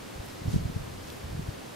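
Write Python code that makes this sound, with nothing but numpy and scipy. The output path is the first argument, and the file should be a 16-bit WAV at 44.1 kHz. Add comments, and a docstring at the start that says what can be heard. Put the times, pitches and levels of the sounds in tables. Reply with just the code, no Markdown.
"""An even hush of air and foliage, with a faint low flutter of wind, close to the ground at a grassy spot.
Two small gusts brush the microphone: the flutter swells and single eddies thump on its ports.
Nearby leaves rub together faintly, and a dry stem ticks once between the gusts."""
import sys
import numpy as np
from scipy.fft import rfft, irfft, next_fast_len
from scipy.io import wavfile
from scipy.ndimage import uniform_filter1d, map_coordinates

SR = 44100
rng = np.random.default_rng(int(sys.argv[2]) if len(sys.argv) > 2 else 0)


def wav_out(sig):
    """Save sig, one row per channel (or a flat mono array), as 16-bit PCM at SR to the path in sys.argv[1]."""
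    wavfile.write(sys.argv[1], SR, np.round(np.clip(np.atleast_2d(sig).T, -1, 1) * 32767).astype(np.int16))


N = 77175


def amp(db):
    """Decibels to gain."""
    return 10 ** (np.asarray(db) / 20)


def unit(x):
    """Scale to rms 1."""
    return x / np.sqrt(np.mean(x ** 2) + 1e-20)


def curve(points):
    """Function of frequency through (frequency [Hz], value) points, on a log axis."""
    knots_hz, values = np.transpose(points)
    return lambda hz: np.interp(np.log(hz + 1), np.log(knots_hz + 1), values)


def wobble(rate_hz):
    """Smooth random curve, rate_hz knots a second."""
    knots = rng.standard_normal(int(N * rate_hz / SR) + 4)
    return map_coordinates(knots, [np.arange(N) * rate_hz / SR])


def filtered(x, response):
    """Apply a frequency response to x."""
    size = next_fast_len(N + SR // 2)
    hz = np.fft.rfftfreq(size, 1 / SR)
    return irfft(rfft(x, size) * response(hz), size)[..., :N]


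def noise(spectrum_db, coherence):
    """Stereo noise of rms 1; spectrum and left-right coherence are functions of frequency."""
    def mid_side_gains(hz):
        angle = np.arccos(np.clip(coherence(hz), -1, 1)) / 2 * np.ones_like(hz)
        return amp(spectrum_db(hz)) * [np.cos(angle), np.sin(angle)]

    mid, side = filtered(rng.standard_normal((2, N)), mid_side_gains)
    return unit(np.array([mid + side, mid - side]))


# hush spectrum (frequency [Hz], relative density [dB])
HUSH_SPECTRUM = [(20, -26), (100, -6), (250, 0.2), (420, -0.84), (700, -5), (1200, -10), (2200, -14.5),
                 (4500, -18), (8000, -23), (12500, -26), (14200, -28.5), (15700, -35.5)]
# hush stereo image (frequency [Hz], left-right coherence [-1..1])
HUSH_COHERENCE = [(100, 1), (250, -0.11), (450, -0.44), (750, -0.34), (1300, 0.021), (2400, .4),
                  (4500, 0.52), (8000, 0.34), (14000, 0.14)]


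def hush(t, level_db=-42.5, ease_db_per_s=0.33):
    """Air and distant foliage: nearly even noise that eases as the air calms."""
    bed = noise(curve(HUSH_SPECTRUM), curve(HUSH_COHERENCE))
    drift_db = .15 * wobble(rate_hz=7.1) - ease_db_per_s * (t - t.mean())
    return bed * amp(level_db + drift_db)


# wind strength at the microphone (time [s], level [dB])
WIND_LEVEL = [(0, -49.5), (.13, -61), (.2, -45), (.32, -50.5), (.43, -52.5), (.478, -27.5), (.52, -37),
              (.555, -30), (.61, -33), (.67, -39), (.725, -42.5), (.81, -39), (.86, -43.5), (.95, -43),
              (1.19, -49), (1.25, -45), (1.285, -42.5), (1.335, -35), (1.42, -38.5), (1.47, -43),
              (1.52, -47), (1.75, -60)]
# flutter spectrum (frequency [Hz], relative density [dB])
FLUTTER_SPECTRUM = [(20, -9), (40, -10), (70, -0.5), (110, 2), (170, -6), (240, -10.5), (350, -21),
                    (700, -33), (2000, -80)]
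# flutter stereo image (frequency [Hz], left-right coherence [-1..1])
FLUTTER_COHERENCE = [(40, .97), (100, 0.92), (200, 0.68), (400, -0.65)]


def flutter(t):
    """Small turbulence at the microphone ports follows the strength of the wind."""
    air = noise(curve(FLUTTER_SPECTRUM), curve(FLUTTER_COHERENCE))
    local_power = uniform_filter1d(np.mean(air ** 2, axis=0), size=1500)
    steady_air = air / np.sqrt(np.abs(local_power) + 1e-9)
    wind_db = np.interp(t, *np.transpose(WIND_LEVEL))
    return steady_air * amp(wind_db)


# eddy strikes (time [s], peak [dB], pitch [Hz], left minus right [dB], right port lag [ms])
EDDY_STRIKES = [(0.164, -37, 60, -2, 1), (0.2022, -31.5, 66.4, 1, .3), (0.4204, -30.5, 114, 2.5, 0.3),
                (0.4602, -28.5, 97, -6, 0.5), (.484, -24, 122, -6, -1.4), (0.5432, -16, 139, -1, -2.5),
                (0.5629, -12.5, 134.5, -0.2, 1.5), (0.6572, -21, 101, -4, 1.5), (0.7, -27.5, 172, 2, 1),
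                (.766, -21.5, 123, 3.5, 1.6), (0.809, -31, 96, -9, 0.5), (1.245, -31, 89, -2, 0.6),
                (1.26, -32.5, 75.6, -1, -1), (1.3957, -23.5, 133, 2, -.4), (1.491, -24.5, 101, 3, 0.5)]


def eddies(t, sigma_cycles=0.38, core_db=-13.5, core_pitch_ratio=2.05):
    """Each eddy crosses the two ports as one brief dip and rebound of pressure, with a sharper core."""
    def swirl(cycles):
        return unit(np.sin(2 * np.pi * cycles) * np.exp(-.5 * (cycles / sigma_cycles) ** 2))

    out = np.zeros((2, N))
    sides = np.array([[.5], [-.5]])
    for time_s, peak_db, pitch_hz, pan_db, lag_ms in EDDY_STRIKES:
        cycles = pitch_hz * (t - time_s + sides * lag_ms / 1000)
        thump = swirl(cycles) + amp(core_db) * swirl(core_pitch_ratio * cycles)
        out += amp(peak_db + sides * pan_db) * thump / np.abs(thump).max()
    return out


# leaf rustles (crest time [s], Gaussian sigma [s], level [dB], band centre [Hz])
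LEAF_RUSTLES = [(0.257, 0.0081, -53, 11100), (.286, .007, -55, 11500), (0.296, 0.014, -53.5, 3600),
                (.33, .015, -63, 11600), (0.533, 0.036, -49, 5060), (.535, .036, -59.5, 11200),
                (1.075, 0.033, -55, 4700), (1.12, 0.043, -59, 11500)]


def leaves(t, half_width_hz=2700, grain_db=2.5, coherence=.4):
    """Leaves brush together: short grainy swells of friction, each in its own band."""
    out = np.zeros((2, N))
    for crest_s, sigma_s, level_db, centre_hz in LEAF_RUSTLES:
        band_db = lambda hz: -20 * np.log10(1 + ((hz - centre_hz) / half_width_hz) ** 2)
        rub = noise(band_db, lambda hz: coherence)
        grain = amp(grain_db * wobble(rate_hz=500))
        swell = np.exp(-.5 * ((t - crest_s) / sigma_s) ** 2)
        out += unit(rub * grain) * amp(level_db) * swell
    return out


# stem tick spectrum (frequency [Hz], relative density [dB])
STEM_SPECTRUM = [(800, -30), (2200, -12), (3200, 3), (5200, 1), (8000, -12), (15000, -17)]


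def stem(t, onset_s=1.1015, level_db=-37.5, t60_s=0.017, coherence=.4):
    """A dry stem ticks once: bright noise with a sudden start and a fast decay."""
    crack = noise(curve(STEM_SPECTRUM), lambda hz: coherence)
    decay = (t >= onset_s) * np.exp(-np.log(1000) * np.abs(t - onset_s) / t60_s)
    return crack * amp(level_db) * decay


def scene():
    """Wind on the microphone in front of quiet vegetation."""
    t = np.arange(N) / SR
    wind = flutter(t) + eddies(t)
    return wind + hush(t) + leaves(t) + stem(t)


def record(dry):
    """Brick-wall low-pass."""
    cutoff_hz = 15768
    return filtered(dry, lambda hz: hz < cutoff_hz)


dry = scene()
out = record(dry)
wav_out(out)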